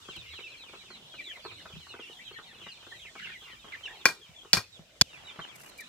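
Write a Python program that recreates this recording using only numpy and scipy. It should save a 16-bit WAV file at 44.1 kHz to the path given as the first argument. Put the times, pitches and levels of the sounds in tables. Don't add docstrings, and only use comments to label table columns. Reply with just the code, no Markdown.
import sys
import numpy as np
from scipy import signal
from scipy.io import wavfile
from scipy.ndimage import uniform_filter1d

SR = 44100
rng = np.random.default_rng(int(sys.argv[2]) if len(sys.argv) > 2 else 0)


def store_pcm(level_fs):
    pcm = np.round(np.clip(level_fs, -1, 1) * 32767).astype(np.int16)
    wavfile.write(sys.argv[1], SR, np.atleast_2d(pcm).T)


def undo_db(level):
    steps = np.asarray(level, float) / 20
    return 10 ** steps


N = 259308

# nominal frequency in Hz, relative level in dB, t60 in seconds.
SLAT_MODES = [(116, 1, .075), (165, 4, .065)]


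def decay(t60_s, seconds):
    return np.exp(-np.log(1000) * np.arange(int(seconds * SR)) / SR / t60_s)


def add(out, start_s, sound, pan_db=0., lag=0):
    sound = np.broadcast_to(sound, (2, sound.shape[-1]))
    for ch, sign in enumerate((1, -1)):
        i = max(int(start_s * SR), 0) + max(sign * lag, 0)
        n = max(min(sound.shape[1], N - i), 0)
        out[ch, i:i + n] += sound[ch, :n] * undo_db(sign * pan_db / 2)


def band(x, lo_hz, hi_hz):
    sos = signal.butter(2, [lo_hz, min(hi_hz, 19000)], "band", fs=SR, output="sos")
    y = signal.sosfilt(sos, x)
    return y / y.std()


def walk(rate_hz):
    k = int(SR / rate_hz)
    steps = np.repeat(rng.standard_normal(N // k + 1), k)
    return 2.08 * uniform_filter1d(uniform_filter1d(steps, k), k)[:N]


def ring(modes, push_s, scatter_db, seconds=.4, tail_db=-60):
    t = np.arange(int(seconds * SR)) / SR
    y = np.zeros(len(t))
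    for hz, db, t60_s in modes:
        level_chance, pitch_chance = rng.standard_normal(2)
        tone = np.sin(2 * np.pi * hz * (1 + 0.0042 * pitch_chance) * t)
        fall = decay(t60_s, seconds) + undo_db(tail_db) * decay(6.7 * t60_s, seconds)
        y += undo_db(db + scatter_db * level_chance) * tone * fall
    push = 0.037 * rng.standard_normal(600) ** 3 * np.exp(-np.arange(600) / SR / push_s)
    push[0] = 1
    y = signal.fftconvolve(y, push)[:len(t)]
    return y / np.abs(y).max()


def burst(length_s, lo_hz, hi_hz, grain_db=5.5):
    n = int(length_s * SR)
    grain_level_db = grain_db * rng.standard_normal(n // 200 + 1).repeat(200)[:n]
    clicks = rng.standard_normal((2, n)) * undo_db(grain_level_db)
    return band(band(clicks, lo_hz, hi_hz), lo_hz, hi_hz) * signal.windows.tukey(n, .3)


def air(db):
    # frequency in Hz, relative level per Hz in dB.
    colour = [(30, -2.5), (120, -10), (340, -18.5), (1400, -20), (4400, -20), (7300, -23), (10000, -38),
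              (16000, -30.5)]
    hz, colour_db = np.transpose(colour)
    out = 0
    for centre_hz in 35 * 2 ** np.arange(0, 9, .5):
        mid, side = band(rng.standard_normal((2, N)), centre_hz / 1.186, centre_hz * 1.265)
        level_db = np.interp(np.log(centre_hz), np.log(hz), colour_db) + 10 * np.log10(centre_hz / 9000)
        flicker_db = (3.5 if centre_hz < 1500 else 1.2) * walk(12)
        width = min(0.086 + centre_hz / 1500, 1)
        stereo = mid + width * side * np.array([[1], [-1]])
        out = out + undo_db(level_db + flicker_db) * stereo
    return out * undo_db(db)


def cheep(length_s, start_hz, fall_khz_s):
    lowest_hz = 1816
    u = np.linspace(0, 1, int(length_s * SR))
    knots = rng.standard_normal((2, 40))
    wobble, flutter = (np.interp(u * length_s * 125, np.arange(40), k) for k in knots)
    slide_hz = start_hz - 1000 * fall_khz_s * length_s * u ** 1.45
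    hz = np.maximum(slide_hz, lowest_hz) + 110 * wobble
    phase = 2 * np.pi * np.cumsum(hz) / SR
    breath = np.sin(np.pi * u ** 1.13) ** 0.37 * undo_db(5.2 * uniform_filter1d(flutter, size=100))
    return breath * (np.sin(phase) + undo_db(-21) * np.sin(2 * phase))


def flock(background_db):
    # start in seconds, length in seconds, start pitch in Hz, mean fall in kHz/s, level in dB.
    near_cheeps = [(0.116, 0.07, 3590, 15, -51), (0.255, 0.064, 2980, 7.5, -49.5),
                   (0.335, 0.065, 3460, 21, -47), (0.405, 0.084, 3010, 8.5, -43),
                   (0.489, 0.073, 2920, 9.5, -51.5), (0.59, 0.087, 4205, 19.5, -49.5),
                   (0.894, 0.097, 4376, 11.5, -52.5), (1.106, 0.12, 3370, 13, -46),
                   (1.212, .14, 4050, 10.5, -50), (1.244, 0.077, 2445, 8.5, -50),
                   (1.249, 0.09, 3700, 12.5, -46), (1.352, 0.048, 2230, 6.5, -52.5),
                   (1.42, .11, 4800, 25, -49.5), (1.775, 0.084, 3680, 14, -58),
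                   (1.886, .055, 3010, 8.5, -51), (1.879, 0.049, 4240, 4, -51.5),
                   (1.994, 0.062, 3110, 7.5, -48.5), (2.067, 0.067, 3000, 1, -52),
                   (2.189, 0.045, 2150, -3, -47), (2.248, 0.065, 3310, 11.5, -50.5),
                   (2.331, 0.07, 2170, 5.5, -46), (2.464, 0.097, 4370, 17.5, -57.5),
                   (2.584, 0.15, 3350, 6.5, -51.5), (2.681, 0.11, 4970, 26, -52),
                   (2.903, 0.052, 2130, 6.5, -48.5), (2.975, 0.13, 3650, 17, -49),
                   (3.145, 0.097, 2453, 9, -48), (3.215, 0.048, 3020, 6, -43),
                   (3.245, 0.0686, 2360, 10, -46.5), (3.313, 0.061, 2473, 9.5, -46.5),
                   (3.46, 0.072, 2160, 4.5, -53), (3.722, 0.039, 2256, 14.5, -37),
                   (3.831, 0.049, 3120, 16, -40), (3.874, 0.059, 1830, 7, -47.5),
                   (4.211, .05, 3300, 4, -53), (4.35, 0.082, 3505, 6, -48.5),
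                   (4.723, 0.06, 3950, 17.5, -53), (5.119, 0.079, 2900, 15.5, -52),
                   (5.241, 0.1, 3960, 9.5, -50.5), (5.27, 0.04, 3000, 16, -48.5),
                   (5.413, 0.038, 3183, 10, -45), (5.463, 0.099, 3920, 23, -53),
                   (5.783, 0.051, 2280, 11.5, -44.5)]
    near, far = np.zeros((2, N)), np.zeros((2, N))
    for start_s, length_s, start_hz, fall_khz_s, db in near_cheeps:
        side = rng.standard_normal()
        add(near, start_s, undo_db(db) * cheep(length_s, start_hz, fall_khz_s), -1 + 3 * side, int(-4 * side))
    lowest_start_hz, spread_hz = 2552, 1850
    slow_khz_s, fast_khz_s = 2.09, 18
    for when, top, fall, span, size, side in rng.uniform(size=(640, 6)):
        start_hz = lowest_start_hz + spread_hz * top
        fall_khz_s = slow_khz_s + (fast_khz_s - slow_khz_s) * fall
        far_cheep = cheep(0.0404 + .06 * span, start_hz, fall_khz_s)
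        add(far, when * N / SR, undo_db(-1.5 - 9 * size) * far_cheep, 8 * side - 5, int(16 * side - 8))
    return near + far * undo_db(background_db)


def pecks(background_db):
    # start in seconds, click level in dB, boom level over the click in dB.
    clear = [(0.086, -35.5, -3), (0.164, -42, -2), (0.387, -40.5, -4), (0.735, -41, -3), (0.904, -41.5, -9),
             (1.14, -40.5, -10), (1.451, -32, -5), (1.655, -36.5, -17), (1.867, -43, -21),
             (1.94, -35.5, -4.5), (1.992, -40, 3), (2.095, -49, 5.5), (2.31, -43.5, -1.5), (2.387, -38, -6),
             (2.665, -38.5, -6), (2.867, -43, -1), (3.154, -36.5, -10.5), (3.644, -39, -6),
             (4.449, -43.5, -2), (5.392, -30, -14)]
    # nominal frequency in Hz, relative level in dB, t60 in seconds.
    wall_modes = [(1200, 10, 0.0056), (1445, 1, 0.0094)]
    # nominal frequency in Hz, relative level in dB, t60 in seconds.
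    hollow_modes = [(431, 9.5, 0.025)]
    boom_late_s, faint_boom_db = 0.00296, -5
    faint = []
    for when, size in rng.uniform(size=(110, 2)):
        faint.append((when * N / SR, background_db[int(when * N)] + 9 - 12 * size, faint_boom_db))
    out = np.zeros((2, N))
    for start_s, db, boom_db in list(clear) + faint:
        add(out, start_s, undo_db(db) * ring(wall_modes, 0.015, 3.3, .08), 1, 3)
        boom = ring(hollow_modes, 0.0042, 1.5, 0.16)
        add(out, start_s + boom_late_s, undo_db(db + boom_db) * boom, .7)
    return out


def tick_and_rustles():
    # start in seconds, length in seconds, level in dB.
    rows = [(.165, 0.0025, -47), (5.53, 0.19, -57), (5.775, 0.045, -51)]
    out = np.zeros((2, N))
    for start_s, length_s, db in rows:
        add(out, start_s, undo_db(db) * burst(length_s, 3700, 14700))
    return out


def thuds():
    # start in seconds, level in dB.
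    rows = [(0.176, -42), (1.735, -38.5), (1.767, -37.5), (4.292, -46.5), (4.794, -38.5), (5.388, -38)]
    out = np.zeros((2, N))
    for start_s, db in rows:
        add(out, start_s, undo_db(db) * ring(SLAT_MODES, 0.00086, 0.46, .2), 1)
    return out


def squawks():
    # start in seconds, length in seconds, level in dB.
    rows = [(3.17, .19, -49.5), (3.716, 0.054, -50.5)]
    croak_db, throb_hz, throb_depth_db = -5, 41, 7
    out = np.zeros((2, N))
    for start_s, length_s, db in rows:
        rasp = burst(length_s, 1700, 4000, grain_db=2.5)
        croak = burst(length_s, 1350, 1750, grain_db=2.5)
        throb_db = throb_depth_db * np.sin(2 * np.pi * throb_hz * np.arange(rasp.shape[1]) / SR)
        add(out, start_s, undo_db(db) * (rasp + undo_db(croak_db + throb_db) * croak))
    return out


def shuffles():
    # start in seconds, length in seconds, level in dB.
    rows = [(3.64, 0.1, -54.5), (5.05, .8, -56)]
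    out = np.zeros((2, N))
    for start_s, length_s, db in rows:
        add(out, start_s, undo_db(db) * burst(length_s, 148, 2570))
    return out


def strike(wood_db, steel_db, rattle_db, rattle_t60_s, jolt_db):
    # nominal frequency in Hz, relative level in dB, t60 in seconds.
    stake_modes = [(1480, 2, .015), (1600, 4, .032), (1900, 2, .03), (2410, 2, .07), (1100, -6, .035),
                   (520, -11, .04)]
    # nominal frequency in Hz, relative level in dB, t60 in seconds.
    head_modes = [(4365, -6, .06), (4500, -6, .06), (4650, 4, .018), (5470, -8, .06), (5300, 4, .02),
                  (3500, -11, .055), (6300, -6, .045)]
    contact_s = .0008
    out = np.zeros((2, N))
    add(out, 0.0024, undo_db(jolt_db) * ring(SLAT_MODES, 0.0062, 2.97), 3.5)
    stake = ring(stake_modes, .00003, 1, tail_db=-40)
    head = ring(head_modes, .00003, 1, tail_db=-29)
    n = len(stake)
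    bite = np.minimum(np.arange(n) / SR / contact_s, 1)
    add(out, 0, undo_db(wood_db) * stake * bite, 3.5, -2)
    add(out, 0, undo_db(steel_db) * head * bite, 1.5, -3)
    noise = rng.standard_normal((3, n))
    grain_level_db = 2 * rng.standard_normal(300).repeat(60)[:n]
    grains = (noise[0] + 0.98 * noise[1:]) * undo_db(grain_level_db)
    dying = decay(rattle_t60_s, .4)
    body = undo_db(wood_db) * stake + undo_db(steel_db) * head
    rung = signal.fftconvolve(grains * dying, body[None], axes=1)[:, :n]
    low = 0.85 * band(grains, 184, 7750)
    high = 0.1 * band(grains, 7450, 11800) * decay(0.82, .4)
    rattle = (low + high) * dying
    add(out, 0, undo_db(rattle_db) * (rattle + 2.37 * rung / np.abs(rung).max()), 2)
    return out[:, :n]


def hammer():
    # start in seconds, then levels in dB of wood, steel, rattle and jolt through the frame.
    blows = [(4.0549, 3, -1, -25, -36), (4.5314, -9, 5, -24, -26.5), (5.0118, -12, 6, -21, -20)]
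    # start in seconds, then levels in dB of wood, rattle and jolt.
    bounces = [(4.088, -18, -50, -49), (4.569, -17, -30, -25.5)]
    crack_db, blow_rattle_t60_s = -12, 0.18
    bounce_steel_over_wood_db, bounce_rattle_t60_s = -3, 0.12
    cut_s, cut_fade_s = 5.0225, 0.0018
    out = np.zeros((2, N))
    for start_s, wood_db, steel_db, rattle_db, jolt_db in blows:
        add(out, start_s, strike(wood_db, steel_db, rattle_db, blow_rattle_t60_s, jolt_db))
        crack = band(rng.standard_normal(int(.05 * SR)), 1370, 15500) * decay(0.0086, .05)
        add(out, start_s, undo_db(crack_db) * crack, 2.5, -2)
    for start_s, wood_db, rattle_db, jolt_db in bounces:
        steel_db = wood_db + bounce_steel_over_wood_db
        add(out, start_s, strike(wood_db, steel_db, rattle_db, bounce_rattle_t60_s, jolt_db))
    return out * np.clip((cut_s - np.arange(N) / SR) / cut_fade_s, 0, 1)


def coop_echo(inside):
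    echo = rng.standard_normal((2, int(.3 * SR))) ** 3 * decay(0.1, .3)
    echo[:, :150] = 0
    echo *= undo_db(-4) / np.linalg.norm(echo, axis=1, keepdims=True)
    return signal.fftconvolve(inside, echo, axes=1)[:, :N]


def scene():
    # time in seconds, level in dB.
    background = [(0, -51.5), (.65, -56), (1.05, -58), (1.6, -55), (4.0, -56.5), (4.2, -62.5),
                  (4.95, -66.5), (5.1, -61), (5.88, -57.5)]
    background_db = np.interp(np.arange(N) / SR, *np.transpose(background))
    inside = flock(background_db) + pecks(background_db) + thuds()
    hush = air(-29.5 + .28 * background_db)
    return inside + coop_echo(inside) + hush + tick_and_rustles() + squawks() + shuffles() + hammer()


def top_cut(x):
    return signal.sosfilt(signal.butter(12, 16820, fs=SR, output="sos"), x)


def record(dry):
    thin = signal.sosfilt(signal.butter(2, 70, "high", fs=SR, output="sos"), dry)
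    dull = signal.sosfilt(signal.butter(12, 15700, fs=SR, output="sos"), thin)
    return top_cut(dull)


dry = scene()
out = record(dry)
store_pcm(out)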